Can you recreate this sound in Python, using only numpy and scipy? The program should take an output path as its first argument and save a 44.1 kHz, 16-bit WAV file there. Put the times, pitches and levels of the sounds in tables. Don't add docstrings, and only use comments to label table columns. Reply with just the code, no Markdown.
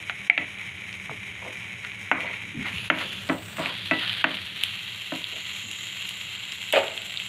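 import sys
import numpy as np
from scipy import signal
from scipy.fft import rfft, irfft
from scipy.io import wavfile
from scipy.ndimage import uniform_filter1d, minimum_filter1d

SR = 44100
rng = np.random.default_rng(int(sys.argv[2]) if len(sys.argv) > 2 else 0)


def persist_wave(psi):
    counts = np.round(np.clip(psi, -1, 1) * 32767).astype(np.int16)
    wavfile.write(sys.argv[1], SR, np.atleast_2d(counts).T)


N = 321224
TIME = np.arange(N) / SR

# [t/s, position 0-4]
MICROPHONE_PATH = [(0, 0), (2.62, 0), (2.78, 1), (3.2, 1), (3.33, 2), (3.58, 2), (3.72, 3), (4.3, 3),
                   (4.9, 4), (7.28, 4)]
# [crackle level/dB and spray level/dB before trims, centre of a small spit f/Hz]
FRYING_AT_POSITION = [(-36.5, -56.5, 1900), (-35.5, -50.5, 3030), (-41, -53, 3200), (-33, -55.5, 1600),
                      (-34.5, -51.5, 4060)]

# [f/Hz, relative level/dB per Hz]
CRACKLE_START = [(350, -27), (600, -28), (665, -35), (718, -20), (1060, -19.5), (1160, -18), (1280, -20.5),
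                 (1400, -15.5), (1610, -16), (2270, 0), (2780, -11.5), (3130, -10), (3450, -17.5),
                 (3900, -16.5), (4180, -31.5), (4700, -31), (5980, -42), (10100, -120)]
SPRAY_START = [(2820, -41), (4800, -5.5), (5530, -2), (6160, -6), (6700, 0), (7570, -15), (8310, -4.5),
               (9350, -14.5), (10200, -8), (11300, -11), (12200, -19.5), (14900, -21), (15500, -42)]
CRACKLE_SHIFTED = [(290, -29), (500, -33), (624, -50), (681, -29), (1100, -23), (2200, -16), (2800, -8.5),
                   (5000, -25), (6500, -76), (11000, -120)]
SPRAY_SHIFTED = [(2820, -23.5), (4800, 3), (5730, -8), (6930, -2.5), (7800, -11.5), (11300, -7),
                 (15500, -25)]
CRACKLE_TURNED = [(290, -52), (500, -8), (1260, -2), (1440, 0), (2800, 4), (5000, -9), (6500, -43),
                  (11000, -120)]
SPRAY_TURNED = [(2820, -23), (4800, -4), (6540, -9), (6970, -4), (7990, 0), (10200, -13.5), (13200, -12),
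                (15500, -24)]
CRACKLE_STIRRING = [(290, -62), (500, -25.5), (991, -18.5), (1080, -20), (1300, -14.5), (3270, -1.5),
                    (4010, -9.5), (5000, -23), (6500, -54), (11000, -120)]
SPRAY_STIRRING = [(2820, -22), (4800, -10.5), (5320, -2.5), (6670, -11), (7390, -9.5), (11400, -7.5),
                  (15500, -27)]
CRACKLE_END = [(290, -27.5), (500, -26.5), (1050, -16.5), (1370, -15), (1540, -12), (1730, -13.5),
               (2020, -4.5), (2300, -4.5), (2430, -6), (2650, -0.5), (2810, 2), (2950, -3.5), (3220, 1),
               (3550, -8.5), (3750, -4.5), (4050, -7.5), (4850, -17.5), (6500, -73), (11000, -120)]
SPRAY_END = [(2820, -16.5), (4800, 0), (5290, -9.5), (5900, -9), (7250, 0.5), (7690, -6), (8560, -12.5),
             (11500, -7.5), (12900, -12), (15500, -24)]
SIZZLE_SPECTRA = [(CRACKLE_START, SPRAY_START), (CRACKLE_SHIFTED, SPRAY_SHIFTED),
                  (CRACKLE_TURNED, SPRAY_TURNED), (CRACKLE_STIRRING, SPRAY_STIRRING),
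                  (CRACKLE_END, SPRAY_END)]

# [t/s, extra crackle level/dB]
FLARES = [(2.16, 2.5), (2.55, 4.5), (2.87, 5.5), (3.5, 7.5), (3.89, 3.5), (3.97, 4.5), (4.08, 3), (4.52, 4),
          (5.352, 2.5)]
FLARE_RISE_S, FLARE_FALL_S = 0.14, 0.054
SPRAY_FOLLOWS = 0.61

# [lower band f/Hz, lower band level/dB, top band level/dB]
HISS_BANDS = [(6550, -65.5, -90), (6720, -64, -83), (7940, -60, -60), (6800, -66, -90), (7240, -84, -90)]
TOP_BAND_HZ = 14400
# [t/s, f/Hz, level/dB]
FALLING_HISS = [(0, 10040, -66), (2.64, 10300, -72), (2.82, 10200, -54), (3.02, 9600, -57),
                (3.2, 9300, -73), (3.32, 9100, -80), (3.7, 8550, -90)]
# [t/s, f/Hz, level/dB]
CLIMBING_CRACKLE = [(2.55, 2200, -59), (2.67, 2230, -41), (2.78, 2600, -33.5), (2.9, 2750, -44),
                    (3.14, 3300, -40), (3.3, 3500, -63)]

# [f/Hz, relative level/dB per Hz]
RUMBLE_SPECTRUM = [(26, -62), (45, -25), (66, -12.5), (107, 3.5), (123, -2), (140, -10), (194, -0.5),
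                   (252, -18), (306, -13.5), (368, -17), (415, -12), (448, -21), (600, -18), (780, -31),
                   (1320, -120)]
RUMBLE_AT_POSITION = [-47.5, -44, -44.5, -46.5, -51.5]

# [t/s, crack peak level/dB, crack centre f/Hz, crack resonance width/Hz, crack top f/Hz,
#                  reflection level/dB, thud gain/dB, wall ring gain/dB, blade ring gain/dB]
KNOCKS = [(0.0969, -8.5, 1720, 1560, 3800, -5, -53, -46, -35.5),
          (0.2986, 11.5, 2195, 450, 4000, -5.5, -30, -35, -18.5),
          (0.3775, 1, 2220, 810, 3920, -4, -26.5, -29, -30),
          (1.0953, -20.5, 870, 800, 2600, -12, -43, -59, -54),
          (1.1127, -26.5, 597, 700, 1400, -4, -53, -56, -67),
          (2.1147, 5, 1330, 2070, 2700, -2, -21.5, -31, -22.5),
          (2.901, 11.5, 1550, 2260, 2980, -0.5, -10, -36, -22.5),
          (3.290, -17, 1790, 4450, 4900, -9, -23.5, -34.5, -46),
          (3.297, -9, 940, 2200, 3250, 0.5, -16.5, -51, -40),
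          (3.584, -20.5, 800, 1500, 2980, -2, -27.5, -43, -49),
          (3.594, -21, 700, 1300, 3000, -1, -22.5, -48, -50),
          (3.61, -31, 700, 1300, 3000, -5, -35, -41, -53),
          (3.659, -10.5, 2260, 2660, 3220, -2, -37, -37, -49),
          (3.9112, -6.5, 1820, 1490, 2820, -6, -18.5, -20, -45),
          (3.922, -16, 1510, 2400, 2900, -3, -55, -42, -48),
          (3.935, -18, 1900, 2400, 2900, -5, -34, -52, -50),
          (4.242, 7.5, 1300, 2650, 3470, -0.5, -15, -36, -32),
          (5.121, -18.5, 850, 1770, 2990, -9, -24.5, -52, -52)]
EDGE_DB, EDGE_HZ = -36.5, 6200
# [f/Hz, relative level/dB per Hz]
THUD_SPECTRUM = [(170, -7), (260, -2.5), (340, -2.5), (450, -4.5), (640, -2), (850, -7), (1500, -13),
                 (2500, -36), (6000, -78)]
# [f/Hz, relative level/dB, t60/s]
THUD_MODES = [(165.5, -13.5, 0.22), (191.4, -17, 0.27), (265.3, -4, 0.19), (314.6, -4.5, 0.21),
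              (562, -14.5, 0.19), (619, -11, 0.23), (645, 13, 0.028), (717, -16.5, 0.22), (970, -15, 0.25),
              (1290, -16.5, 0.17), (1534, -11.5, 0.1)]
# [f/Hz, relative level/dB, t60/s]
WALL_MODES = [(914, -18, 0.28), (1140, -14, 0.092), (1320, -4, 0.15), (1510, -7, 0.13), (1970, 0, 0.31),
              (2210, -13, 0.087), (2630, -2, 0.16), (2740, -16, 0.1)]
# [f/Hz, relative level/dB, t60/s]
BLADE_MODES = [(705, -4, 0.14), (790, 3, 0.04), (865, -10, 0.12), (1367, 1, 0.06), (2008, -7, 0.25),
               (2105, -6, 0.3), (2180, -5, 0.3), (2250, -4, 0.32), (2396, -5, 0.22)]

# [t/s, pop peak level/dB, pop centre f/Hz, snap peak level/dB, snap lower edge f/Hz]
SPITS = [(0.928, -22, 2360, -36, 4500), (1.8485, -16, 2260, -45, 6000), (1.918, -22.5, 2300, -53, 9000),
         (2.2057, -17.5, 2200, -40, 9000), (2.266, -21, 2210, -56, 9000), (2.596, -30, 2140, -57, 9000),
         (2.783, -18, 2700, -50, 9000), (4.033, -22, 2900, -41, 9000), (4.095, -11, 3100, -46, 9000),
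         (4.343, -22, 2330, -53, 9000), (4.463, -24, 3200, -46, 9000), (4.636, -5, 3020, -20.5, 8900),
         (5.242, -13.5, 3330, -40, 9000), (5.7135, -20, 2920, -27, 7140), (6.091, -18, 2930, -28, 8700),
         (6.2124, -18, 2550, -39, 5000), (6.5209, -19.5, 2870, -28, 5200), (6.881, -15.5, 2900, -46, 9000),
         (6.977, -14.5, 2940, -37, 9000), (7.019, -20, 2860, -37, 9000), (7.173, -13.5, 3640, -42, 5000),
         (7.1998, -15, 2780, -39, 9000)]
SMALL_SPIT_DB, SMALL_SNAP_DB = -29, -57

# [t/s, peak level/dB before the high-pass, f/Hz]
BUMPS = [(1.094, -35.5, 129), (1.114, -40, 422), (2.543, -33.5, 293), (2.558, -32, 261), (2.591, -36, 187),
         (2.618, -37, 193), (2.698, -43, 244), (2.733, -33.5, 177), (2.754, -34, 92)]

# [t/s, length/s, level/dB before the swell, centre f/Hz, bandwidth over centre]
STROKES = [(1.414, 0.023, -46, 750, 1.7), (1.439, 0.044, -40.5, 700, 1.5), (1.453, 0.047, -44.5, 514, 1.34),
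           (1.827, 0.042, -40, 2150, 0.6), (2.105, 0.13, -39.5, 1100, 1), (2.152, 0.19, -46, 524, 2.3),
           (2.194, 0.048, -34.5, 2280, 0.22), (2.25, 0.047, -35.5, 2140, 0.27),
           (2.32, 0.04, -38, 2480, 0.24), (2.401, 0.12, -49.5, 300, 0.84), (2.535, 0.096, -39.5, 220, 1.67),
           (2.638, 0.058, -32.5, 2050, 0.35), (2.645, 0.068, -43, 1100, 1.7),
           (2.987, 0.055, -34.5, 2200, 1.1), (2.997, 0.08, -44.5, 438, 1.2), (3.58, 0.17, -43, 1170, 1.2),
           (3.998, 0.067, -37, 1830, 0.33), (4.534, 0.075, -56, 263, 0.76), (5.313, 0.075, -49, 514, 1.4),
           (5.625, 0.053, -47.5, 270, 0.56)]

LATE_HISS_START_S, LATE_HISS_RISE_S, LATE_HISS_SETTLE_S = 5.3, 0.51, 0.11
LATE_HISS_DB, LATE_HISS_SURGE_DB = -52.5, 7
LATE_HISS_HZ, LATE_HISS_CLIMB_HZ_PER_S = 6930, 290

# [t/s, crack peak level/dB, rattle level/dB, hollow sound level/dB before trims]
CLATTER = [(6.7253, -35, -21.5, -60), (6.7352, -19, -25.5, -20.5), (6.7465, -23, -36, -41),
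           (6.7595, -7, -23, -20.5), (6.7655, -12.5, -35.5, -17.5), (6.775, -14, -38, -33),
           (6.7915, -33, -40, -46), (6.8, -29, -41, -38), (6.833, -23, -37, -30), (6.909, -26, -38, -46)]
# [f/Hz, relative level/dB per Hz]
CLATTER_SPECTRUM = [(180, -51), (300, -29), (637, -33), (975, 5), (1060, -33), (1230, -15), (2400, 1),
                    (3380, -3), (5350, -45), (7540, -19), (15000, -70)]
# [f/Hz, relative level/dB per Hz]
HOLLOW_SPECTRUM = [(150, -60), (250, -15.5), (343, -23), (377, -9), (465, -12), (638, -5.5), (721, -12.5),
                   (902, -15), (1060, -22), (1220, -18), (1400, -16), (1820, -26), (3080, -120)]
# [f/Hz, relative level/dB, t60/s]
HOLLOW_MODES = [(379, -4, 0.11), (427, -5, 0.26), (511, -1, 0.2), (555, 5, .23), (626, 6, 0.19),
                (657, 1, 0.36), (708, -6, 0.27), (764, -6, 0.2), (821, -9, 0.27), (902, -5, 0.22),
                (931, -9, 0.2), (1200, -8, 0.16), (2063, -6, .09), (2474, -4, .11), (2590, -6, .09),
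                (2893, -6, .1), (3300, -5, 0.092), (4900, -22, 0.095)]
HOLLOW_NOISE_DB, HOLLOW_RING_DB = -8, -7.5


def from_db(db):
    return 10 ** (np.asarray(db) / 20)


def rms_one(x):
    return x / np.sqrt(np.mean(x ** 2) + 1e-20)


def in_time(rows):
    s, *columns = np.transpose(rows)
    return [np.interp(TIME, s, c) for c in columns]


def at_microphone(rows):
    position, = in_time(MICROPHONE_PATH)
    return [np.interp(position, np.arange(len(c)), c) for c in np.transpose(rows)]


def add(out, s, sound):
    at = max(round(s * SR), 0)
    out[at:at + len(sound)] += sound[:N - at]


def drift(rate):
    points = rng.standard_normal(N // 40)
    return rms_one(np.interp(TIME * rate, np.arange(len(points)), points))


def cut(x, hz, kind, order=2):
    sections = signal.butter(order, min(hz, .45 * SR), kind, fs=SR, output="sos")
    return signal.sosfilt(sections, x)


def resonance(x, hz, width_hz):
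    r = np.exp(-np.pi * width_hz / SR)
    zeros = np.array([1, 0, -1]) * (1 - r * r) / 2
    poles = [1, -2 * r * np.cos(2 * np.pi * hz / SR), r * r]
    return signal.lfilter(zeros, poles, x + 1e-18)


def coloured(x, spectrum, size=8192):
    hz, db = np.transpose(spectrum)
    grid = np.maximum(np.fft.rfftfreq(size, 1 / SR), 1)
    skirt_db = 60 * np.log10(np.clip(grid / hz[0], 1e-2, 1))
    curve_db = np.interp(np.log(grid), np.log(hz), db)
    cepstrum = irfft(np.log(from_db(curve_db + skirt_db)))
    cepstrum[1:size // 2] *= 2
    cepstrum[size // 2 + 1:] = 0
    response = irfft(np.exp(rfft(cepstrum)))
    return rms_one(signal.oaconvolve(x, response)[:N])


def grains(per_s, spread_db):
    sizes = from_db(spread_db * np.minimum(rng.exponential(1, N), 6))
    occurs = rng.random(N) < per_s / SR
    return rms_one(sizes * rng.choice([-1, 1], N) * occurs)


def fade(t60):
    return np.exp(-np.log(1000) * TIME[:SR // 2] / t60)


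def surge(s, rise_s, fall_s):
    age = TIME - s
    return np.clip(age / rise_s, 0, 1) * np.exp(-np.maximum(age - rise_s, 0) / fall_s)


def struck(modes):
    strengths = rng.choice([-1, 1], len(modes)) * from_db(rng.standard_normal(len(modes)))
    out = np.zeros(SR // 2)
    for strength, (hz, db, t60) in zip(strengths, modes):
        out += strength * from_db(db) * fade(t60) * np.sin(2 * np.pi * hz * TIME[:SR // 2])
    return out


def crack(hz, width_hz, top_hz):
    packet = resonance(signal.unit_impulse(SR // 20), hz, width_hz)
    packet = resonance(packet, hz, width_hz)
    packet = cut(packet, top_hz, "low", order=7)
    return packet / np.abs(packet).max()


def kitchen(x, near_db, room_db):
    near, tail = rng.standard_normal((2, SR // 2))
    near = near * fade(0.027) * (1 - fade(0.0043))
    tail = tail * fade(0.26) * (1 - fade(0.037))
    echo = from_db(near_db) * near / np.linalg.norm(near) + from_db(room_db) * tail / np.linalg.norm(tail)
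    response = signal.unit_impulse(len(echo)) + echo
    return signal.oaconvolve(x, response)[:N]


def tick(db, hz, snap_db, snap_hz=9000):
    pop = crack(hz, width_hz=1200, top_hz=max(3900, 1.15 * hz))
    snap = rng.standard_normal(len(pop)) * fade(0.012)[:len(pop)]
    snap = cut(snap, snap_hz, "high")
    snap = cut(snap, 1.28 * snap_hz, "low", order=4)
    sound = from_db(db) * pop + from_db(snap_db) * snap / np.abs(snap).max()
    return kitchen(sound, near_db=-11, room_db=-12)


def sizzle():
    crackle_db, spray_db, _ = at_microphone(FRYING_AT_POSITION)
    flare_db = sum(db * surge(s, FLARE_RISE_S, FLARE_FALL_S) for s, db in FLARES)
    position, = in_time(MICROPHONE_PATH)
    clumping = from_db(1.0 * drift(70) + 0.7 * drift(18))
    bursts = grains(per_s=4500, spread_db=3.1) * clumping
    bursts += from_db(-9) * rng.standard_normal(N)
    fine = bursts + from_db(-9.0) * grains(per_s=6500, spread_db=2.5)
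    fine *= from_db(1.5 * drift(45))
    crackle, spray = 0, 0
    for k, (crackle_spectrum, spray_spectrum) in enumerate(SIZZLE_SPECTRA):
        share = np.maximum(1 - np.abs(position - k), 0)
        crackle += share * coloured(bursts, crackle_spectrum)
        spray += share * coloured(fine, spray_spectrum)
    crackle *= from_db(crackle_db + flare_db - 1.46)
    spray *= from_db(spray_db + SPRAY_FOLLOWS * flare_db + 1.0)
    return crackle + spray


def sliding_hiss(hz, db, half_width_hz=380):
    hiss = cut(grains(per_s=9000, spread_db=2.5), half_width_hz, "low")
    phase = 2 * np.pi * np.cumsum(hz * np.ones(N)) / SR
    return from_db(db) * rms_one(hiss * np.sin(phase))


def bright_bands():
    lower_hz, lower_db, top_db = at_microphone(HISS_BANDS)
    climbing = sliding_hiss(*in_time(CLIMBING_CRACKLE), half_width_hz=260)
    lower = sliding_hiss(lower_hz, lower_db)
    falling = sliding_hiss(*in_time(FALLING_HISS))
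    top = sliding_hiss(TOP_BAND_HZ, top_db, half_width_hz=900)
    return climbing + lower + falling + top


def rumble():
    db, = at_microphone(np.transpose([RUMBLE_AT_POSITION]))
    return from_db(db) * coloured(rng.standard_normal(N), RUMBLE_SPECTRUM)


def knocks():
    out = np.zeros(N)
    shudder = coloured(grains(per_s=1300, spread_db=2.5), THUD_SPECTRUM)
    for s, db, hz, width_hz, top_hz, near_db, thud_db, ring_db, blade_db in KNOCKS:
        edge = from_db(EDGE_DB) * crack(EDGE_HZ, width_hz=1800, top_hz=9200)
        contact = from_db(db) * (crack(hz, width_hz, top_hz) + edge)
        add(out, s, kitchen(contact, near_db, room_db=near_db - 7.5))
        body = from_db(-11) * shudder[round(s * SR):][:SR // 2] * fade(0.28)
        thud = (body + struck(THUD_MODES)) * (1 - fade(0.043))
        add(out, s, from_db(thud_db) * thud)
        add(out, s, from_db(ring_db) * struck(WALL_MODES))
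        add(out, s, from_db(blade_db) * struck(BLADE_MODES))
    return out


def small_spits(count):
    return [(rng.uniform(0, TIME[-1]), SMALL_SPIT_DB + db, SMALL_SNAP_DB + db)
            for db in rng.uniform(-4.8, 4, count)]


def spits():
    out = np.zeros(N)
    for s, db, hz, snap_db, snap_hz in SPITS:
        add(out, s, tick(db, hz, snap_db, snap_hz))
    _, _, centre_hz = at_microphone(FRYING_AT_POSITION)
    for s, db, snap_db in small_spits(count=16):
        add(out, s, tick(db, np.interp(s, TIME, centre_hz), snap_db))
    return out


def bumps():
    out = np.zeros(N)
    for s, db, hz in BUMPS:
        swing = np.sin(2 * np.pi * hz * TIME[:SR // 2])
        swing *= fade(0.07) * (1 - fade(0.04)) ** 2
        add(out, s, from_db(db) * swing / np.abs(swing).max())
    return cut(out, 53, "high", order=4)


def strokes():
    out = np.zeros(N)
    slips = grains(per_s=2500, spread_db=2.3) * from_db(2.5 * drift(80))
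    for s, length, db, hz, width in STROKES:
        swell = np.sin(np.pi * np.clip((TIME - s) / length, 0, 1))
        scrape = resonance(slips, hz, width * hz)
        scrape = cut(scrape, hz * max(0.61 + width / 2, 1.2), "low", order=4)
        out += from_db(db) * swell * rms_one(scrape)
    return out


def late_hiss():
    age = np.maximum(TIME - LATE_HISS_START_S, 0)
    swell = surge(LATE_HISS_START_S, LATE_HISS_RISE_S, LATE_HISS_SETTLE_S)
    db = LATE_HISS_DB + LATE_HISS_SURGE_DB * swell
    onset = 1 - np.exp(-age / 0.025)
    return onset * sliding_hiss(LATE_HISS_HZ + LATE_HISS_CLIMB_HZ_PER_S * age, db)


def clatter():
    rattle_power, hollow_power, ring = np.zeros((3, N))
    add(ring, CLATTER[0][0], tick(db=-11, hz=2900, snap_db=-18))
    for s, crack_db, rattle_db, hollow_db in CLATTER:
        contact = from_db(crack_db) * crack(hz=1680, width_hz=2000, top_hz=4370)
        add(ring, s, kitchen(contact, near_db=-6, room_db=-3))
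        add(rattle_power, s, (from_db(rattle_db) * fade(0.23)) ** 2)
        decay = fade(0.19) + from_db(-10.0) * fade(0.82)
        add(hollow_power, s, (from_db(hollow_db + HOLLOW_NOISE_DB) * decay) ** 2)
        add(ring, s, from_db(hollow_db + HOLLOW_RING_DB) * struck(HOLLOW_MODES))
    bright = coloured(grains(per_s=900, spread_db=1.0), CLATTER_SPECTRUM)
    bright = rms_one(cut(cut(bright, 1500, "high"), 8400, "low"))
    hollow = coloured(rng.standard_normal(N), HOLLOW_SPECTRUM)
    noisy = np.sqrt(rattle_power) * bright + np.sqrt(hollow_power) * hollow
    return cut(ring + noisy, 210, "high")


def scene():
    oil = sizzle() + bright_bands() + late_hiss() + spits()
    spatula = knocks() + bumps() + kitchen(strokes(), near_db=0.0, room_db=-1.5)
    return (oil + spatula + clatter() + rumble())[None]


def limiter(x, ceiling_db, release_db_per_s):
    over_db = np.maximum(20 * np.log10(np.abs(x) + 1e-9) - ceiling_db, 0)
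    ramp = release_db_per_s * TIME
    held_db = np.maximum.accumulate(over_db + ramp) - ramp
    ahead = int(.016 * SR)
    lowest_db = minimum_filter1d(-held_db, 2 * ahead)
    return x * from_db(uniform_filter1d(lowest_db, ahead))


def record(dry):
    held = limiter(dry[0], ceiling_db=-.8, release_db_per_s=122)
    low_pass = signal.ellip(12, .2, 80, 15650, fs=SR, output="sos")
    return signal.sosfilt(low_pass, held)[None]


dry = scene()
out = record(dry)
persist_wave(out)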